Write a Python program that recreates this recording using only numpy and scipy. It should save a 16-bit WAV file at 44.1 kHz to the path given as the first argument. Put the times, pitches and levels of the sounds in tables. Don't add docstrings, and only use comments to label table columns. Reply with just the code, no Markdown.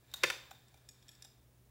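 import sys
import numpy as np
from scipy import signal
from scipy.fft import rfft, irfft
from scipy.io import wavfile
from scipy.ndimage import uniform_filter1d

SR = 44100
rng = np.random.default_rng(int(sys.argv[2]) if len(sys.argv) > 2 else 0)


def store_wav(level_fs):
    pcm = np.round(np.clip(np.atleast_2d(level_fs), -1, 1) * 32767)
    wavfile.write(sys.argv[1], SR, pcm.T.astype(np.int16))


def invert_db(level):
    return 10 ** (np.asarray(level, dtype=float) / 20)


N = 74970

# (frequency [Hz], density [dB per Hz])
FLOOR_SPECTRUM = [(82, -35.5), (140, -9), (249, -13.5), (400, -14.5), (488, -18), (1370, -27.5),
                  (3550, -31.5), (14500, -32), (16000, -22.5)]
# (frequency [Hz], width [Hz], level [dB])
HUMS = [(58, 22, -73), (78.6, 14, -79), (113.2, 7.4, -79)]

# (time [s], level [dB])
RUB_LEVEL = [(0.0, -84.5), (0.122, -69), (0.17, -62.5), (0.246, -62.5), (0.298, -50.5), (0.392, -63),
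             (0.554, -69.5), (0.666, -76), (0.908, -78.5), (1.226, -73.5), (1.444, -85.5), (1.7, -99)]
# (frequency [Hz], width [Hz], level [dB])
REED_RESONANCES = [(1706, 140, -9.5), (2370, 90, -12.5), (3556, 390, -9), (3610, 37, -12.5),
                   (7250, 90, -13)]
# (frequency [Hz], density [dB per Hz])
WARP_RUSTLE = [(200, -10), (600, -3.5), (2000, -5), (5000, -8.5), (10000, -24.5), (14000, -15.5),
               (16000, -11)]

# (time [s], level [dB], chatter [s], bright crack [dB], tilt [dB per octave])
SIDE_TOUCHES = [
    (.1136, -68, 0.0079, -15.5, 7.5),
    (.1365, -62, 0.0013, -12, 0),
    (.1388, -44, 0.00075, 4, 0.5),
    (.1410, -41.5, 0.00072, -5.5, 0),
    (.1455, -53, 0.001, -16, -1),
]
# (frequency [Hz], level [dB], t60 [s])
SIDE_MODES = [(600, -13, 0.016), (791, -9.5, 0.022), (1160, -8.5, .015), (1430, -5.5, 0.051),
              (2380, -14, .02), (3600, -3, 0.018), (3725, 4, 0.045), (4390, -6.5, .02),
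              (5400, -10.5, 0.028), (7500, -5.5, 0.0097), (8930, -12.5, 0.012), (10130, -11, .012),
              (11800, -11, 0.014), (14300, -12.5, .012)]
# (time [s], level [dB], chatter [s], bright crack [dB], tilt [dB per octave])
FRAME_KNOCKS = [
    (.5095, -61.5, 0.0012, 4.5, 4),
    (.5118, -53.5, 0.00085, -2, -3),
    (.5140, -52, 0.00063, -8, -1),
    (.5155, -60, .0006, -3, -5.5),
    (.7425, -63, 0.002, -3, -6),
    (.7750, -67, 0.0048, -7, -6),
    (1.2485, -64, 0.002, -8, -6),
    (1.2520, -62, 0.0025, -4, 1),
]
# (frequency [Hz], level [dB], t60 [s])
FRAME_MODES = [(657, -6, 0.023), (773, -5, 0.032), (1206, -9, 0.018), (1485, -6, 0.04), (1720, -9, 0.018),
               (2360, -3, 0.031), (3480, 4, 0.014), (3643, 2.5, 0.046), (5500, -4, 0.017),
               (6270, -14, 0.02), (7300, -5, 0.031), (9600, -14, 0.01)]
# (frequency [Hz], density [dB per Hz])
FRAME_CRACK = [(500, -11.5), (1500, -5), (3300, 12), (8000, 9), (10500, 3), (13000, 8), (16000, 6)]

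# (frequency [Hz], t60 [s], level [dB])
ROOM_DECAY = [(250, 0.25, -7), (704, 0.56, -11), (1467, 0.42, -13), (2940, 0.47, -10), (5860, 0.37, -3),
              (10000, 0.28, -1), (15100, .3, 0.5)]

# (time [s], level [dB], chatter [s], bright crack [dB], tilt [dB per octave])
BEAM_CLACKS = [
    (.2305, -46, 0.0012, -28.5, -7),
    (.2333, -41.5, 0.00052, -23.5, 3.5),
    (.2350, -28, 0.00086, 0.5, 5),
    (.2364, -24.5, 0.00059, -13, 0.5),
    (.2375, -24.5, .0005, -12.5, -2),
    (.2388, -21.5, 0.0003, -11, -1.5),
    (.2414, -26, 0.00088, -12, -0.5),
    (.2440, -31.5, 0.0016, -15, 0.5),
    (.2485, -32.5, 0.0013, -22, -2),
]
# (frequency [Hz], level [dB], t60 [s])
BEAM_MODES = [(365.5, -17, 0.031), (505, -13, 0.028), (820, -12, 0.015), (990, -9.5, 0.023),
              (1155, -13, .02), (1435, -1.5, 0.018), (1747, -6.5, 0.048), (2032, -9, 0.057),
              (2259, -2, 0.03), (2437, -5, 0.022), (2594, -6.5, 0.041), (2915, -4, 0.015), (3625, -7, 0.03),
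              (7290, -19.5, 0.015)]
# (frequency [Hz], level [dB], t60 [s])
SHUTTLE_MODES = [(645, -14.5, 0.017), (3220, -10, .015), (4180, -11, 0.017), (4644, -10, 0.023),
                 (5230, -12, 0.015), (5920, -16, 0.017)]
# (time [s], level [dB], chatter [s], bright crack [dB], tilt [dB per octave])
BEAM_BOUNCES = [
    (.3010, -28.5, 0.00045, -4.5, 0),
    (.3028, -29.5, 0.00104, -10.5, -1),
    (.3075, -39.5, 0.0015, -14, -5.5),
    (.3120, -43.5, 0.0008, -24, -2.5),
]
# (frequency [Hz], level [dB], t60 [s])
BEAM_END_MODES = [(543, -11, 0.012), (734, -19, 0.014), (960, -7.5, 0.018), (1460, -4, 0.026),
                  (1750, -4.5, 0.023), (2120, -7, 0.0087), (2296, -2.5, .03), (2560, -12, 0.027),
                  (2920, -11.5, 0.021), (3110, -7, .015), (3565, -9.5, .02), (4770, -12.5, 0.01498),
                  (6250, -9.5, 0.011), (7600, -20.5, 0.024)]
# (time [s], level [dB], chatter [s], bright crack [dB], tilt [dB per octave])
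REED_FLICKS = [
    (.2590, -44.5, .003, -21, 3),
    (.2670, -47.5, .001, -11.5, 1),
    (.2735, -40.5, .003, -23.5, -1.5),
    (.3245, -50, .003, -12, 7.5),
    (.5490, -65, 0.0034, -14, 6),
]
# (frequency [Hz], level [dB], t60 [s])
REED_MODES = [(2340, -1.5, .03), (3620, 2.5, 0.092), (4700, -10, 0.017)]
# (frequency [Hz], density [dB per Hz])
BEAM_CRACK = [(300, -14), (700, -5.5), (1600, 5.5), (3000, 13), (6000, 8.5), (9000, 4.5), (13000, -3.5),
              (16000, -2)]

# (time [s], frequency [Hz], level [dB], rise [s], t60 [s])
TABLE_THUMPS = [
    (.24, 165, -46, .01, .12),
    (.25, 101.6, -48.5, .03, .2),
]

# (time [s], level [dB], chatter [s], bright crack [dB], tilt [dB per octave])
HEDDLE_TICKS = [
    (.6820, -65.5, 0.001, -2.5, -3),
    (.8885, -56.5, 0.0017, -1, 2.5),
    (1.0256, -63.5, 0.0021, -12, -3.5),
    (1.0823, -60.5, 0.00078, -9, -0.5),
    (1.0902, -55, 0.0011, -4.5, 0),
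    (1.1150, -65, 0.0023, -8, -2),
    (1.1310, -66, 0.0035, -6, -7),
    (1.1500, -65.5, 0.004, -12, 0),
]
# (frequency [Hz], level [dB], t60 [s])
HEDDLE_MODES = [(1750, -6, 0.047), (2450, -10, 0.071), (3352, -1.5, 0.039), (3630, -2, 0.043),
                (4430, -1.5, 0.015), (4985, 0.5, 0.029), (5320, -0.5, 0.017), (5630, 1, 0.022),
                (6820, -1, 0.03), (7650, -8, .015), (7697, 5.5, 0.034), (8440, -8, 0.017),
                (8800, -12, 0.02), (11550, -10, 0.044)]
# (time [s], level [dB], chatter [s], bright crack [dB], tilt [dB per octave])
BAR_TICKS = [
    (1.2228, -56, 0.0024, -2, 3),
    (1.2433, -66, .0004, 10, -2),
    (1.2474, -65.5, 0.00033, 7.5, 4.5),
    (1.2494, -62, 0.00026, 3, -2.5),
    (1.2535, -66, .0006, 4, 0),
]
# (frequency [Hz], level [dB], t60 [s])
BAR_MODES = [(1740, -2.5, 0.053), (2370, -10, 0.011), (3390, -7.5, 0.072), (3734, 2, 0.052),
             (4440, -3, .02), (5064, 4, .03), (5630, 3.5, 0.018), (6300, -2, 0.011), (7100, -6, 0.019),
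             (7520, 5.5, 0.012), (9460, -15, 0.01), (10340, -8, 0.011), (12000, -19, 0.022)]
# (frequency [Hz], density [dB per Hz])
HEDDLE_CRACK = [(1500, 8.5), (3000, 7.5), (5500, -16), (9000, 10.5), (13000, 2.5), (16000, -14)]


def at_hz(points, hz, axis=1):
    points = np.array(points)
    return np.interp(np.log(hz), np.log(points[:, 0]), points[:, axis])


def rms_one(x):
    return x / np.sqrt(np.mean(x ** 2) + 1e-20)


def colour(x, points):
    hz = np.fft.rfftfreq(len(x), 1 / SR) + 1
    return irfft(rfft(x) * invert_db(at_hz(points, hz)), len(x))


def resonate(x, hz, width):
    r = np.exp(-np.pi * width / SR)
    poles = [1, -2 * r * np.cos(2 * np.pi * hz / SR), r * r]
    return signal.lfilter([(1 - r * r) / 2, 0, (r * r - 1) / 2], poles, x)


def thin(x, low_hz):
    return signal.sosfilt(signal.butter(4, low_hz, "high", fs=SR, output="sos"), x)


def ring(push, modes):
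    ring_share = 0.76
    out = np.zeros(N)
    for (hz, db, t60), p in zip(modes, push):
        r = invert_db(-60 / (ring_share * t60 * SR))
        poles = [1, -2 * r * np.cos(2 * np.pi * hz / SR), r * r]
        sign = rng.choice([-1, 1])
        out = out + invert_db(db + 0.5) * sign * signal.lfilter([.5, 0, -.5], poles, p[:N])
    return out


def struck(hits, modes, crack_colour, spread_db):
    length = 600
    age = np.arange(length) / SR
    mode_hz = np.array(modes)[:, 0]
    chatter = rng.standard_normal((len(hits), 2, length))
    vary = rng.standard_normal((len(hits), len(modes)))
    push = np.full((len(modes), N + length), 1e-18)
    crack = np.zeros(N + length)
    for (s, db, chatter_s, crack_db, tilt), (a, b), v in zip(hits, chatter, vary):
        start = int(s * SR)
        at = slice(start, start + length)
        shape = np.exp(-age / max(chatter_s, 1e-4))

        force = np.abs(a) * shape ** 3
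        phase = 9 * a[-len(modes):, None]
        felt = force * np.cos(2 * np.pi * mode_hz[:, None] * age + phase)
        gain = invert_db(db + spread_db * v + tilt * np.log2(mode_hz / 2000)) * 2 / np.sum(force)
        push[:, at] += gain[:, None] * felt

        burst = rfft(b * shape)
        even = irfft(burst / uniform_filter1d(np.abs(burst), size=9), length) * np.exp(-age / .006)
        crack[at] += invert_db(db + crack_db) * even * np.sqrt(np.sum(shape ** 2) / np.sum(even ** 2))
    return colour(crack[:N], crack_colour) + ring(push, modes)


def background():
    mains_hz, mains_db, floor_db = 122.5, -69.5, -68.5
    white = rng.standard_normal((4, N + SR))
    hums = np.zeros(N)
    for (hz, width, db), w in zip(HUMS, white):
        twice = resonate(resonate(w, hz, width), hz, width)
        hums = hums + invert_db(db) * rms_one(twice[SR:])
    hiss = thin(colour(white[3], FLOOR_SPECTRUM), low_hz=50)[SR:]
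    mains = invert_db(mains_db) * np.sqrt(2) * np.sin(2 * np.pi * mains_hz * np.arange(N) / SR)
    return mains + hums + invert_db(floor_db) * rms_one(hiss)


def reed_rub():
    grit_per_s, rub_db, rustle_db = 4100, -1, 2
    grains = (rng.random(N) < grit_per_s / SR) * rng.standard_normal(N)
    grit = grains * invert_db(0.9 * rng.exponential(1, N))
    reed = np.zeros(N)
    for hz, width, db in REED_RESONANCES:
        reed = reed + invert_db(db) * rms_one(resonate(grit, hz, width))
    rustle = invert_db(rustle_db) * rms_one(colour(rng.standard_normal(N), WARP_RUSTLE))
    s, db = np.transpose(RUB_LEVEL)
    level = invert_db(rub_db + np.interp(np.arange(N) / SR, s, db))
    return level * (rms_one(reed) + rustle)


def frame():
    knocks = struck(FRAME_KNOCKS, FRAME_MODES, FRAME_CRACK, spread_db=2.9)
    touches = struck(SIDE_TOUCHES, SIDE_MODES, FRAME_CRACK, spread_db=3.5)
    return thin(knocks + touches, low_hz=480)


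def room(x):
    first_wall_s, build_s = .017, .002
    near_db, near_t60_s = 8.5, .05
    age = np.arange(SR) / SR
    edges = 150 * 2 ** np.arange(0, 7.1, .5)
    white = rng.standard_normal((2, SR))
    tail = np.zeros(SR)
    for k, (low, high) in enumerate(zip(edges, edges[1:])):
        hz = np.sqrt(low * high)
        sos = signal.butter(2, [low, high], "band", fs=SR, output="sos")
        fade = invert_db(at_hz(ROOM_DECAY, hz, axis=2) - 60 * age / at_hz(ROOM_DECAY, hz))
        tail = tail + signal.sosfilt(sos, white[k % 2]) * fade
    far = 1 - np.exp(-np.maximum(age - first_wall_s, 0) / build_s)
    near = invert_db(near_db - 60 * age / near_t60_s)
    return signal.fftconvolve(x, tail * (far + near) / np.sqrt(SR / 40))[:N]


def beam():
    clacks = struck(BEAM_CLACKS, BEAM_MODES + SHUTTLE_MODES, BEAM_CRACK, spread_db=1.5)
    bounces = struck(BEAM_BOUNCES, BEAM_END_MODES, BEAM_CRACK, spread_db=-1.6)
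    flicks = struck(REED_FLICKS, REED_MODES, BEAM_CRACK, spread_db=3.5)
    return thin(clacks, low_hz=296) + thin(bounces, low_hz=407) + flicks


def table_thumps():
    out = np.zeros(N)
    for s, hz, db, rise, t60 in TABLE_THUMPS:
        t = np.maximum(np.arange(N) / SR - s, 0)
        swell = 1 - np.exp(-t / rise)
        out = out + invert_db(db - 60 * t / t60) * swell * np.sin(2 * np.pi * hz * t)
    return out


def heddles():
    ticks = struck(HEDDLE_TICKS, HEDDLE_MODES, HEDDLE_CRACK, spread_db=2.5)
    bar_ticks = struck(BAR_TICKS, BAR_MODES, HEDDLE_CRACK, spread_db=0.5)
    return thin(ticks + bar_ticks, low_hz=1600)


def scene():
    loom = beam() + frame() + heddles()
    mix = loom + room(loom) + table_thumps() + reed_rub() + background()
    return mix[None]


def roll_off(x):
    return signal.sosfilt(signal.butter(12, 16740, fs=SR, output="sos"), x)


def record(dry):
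    top_hz, cutoff_hz = 16900, 15950
    first = signal.cheby2(12, 50, top_hz, fs=SR, output="sos")
    second = signal.cheby2(16, 28, cutoff_hz, fs=SR, output="sos")
    mix = signal.sosfilt(second, signal.sosfilt(first, dry))
    return roll_off(mix)


dry = scene()
out = record(dry)
store_wav(out)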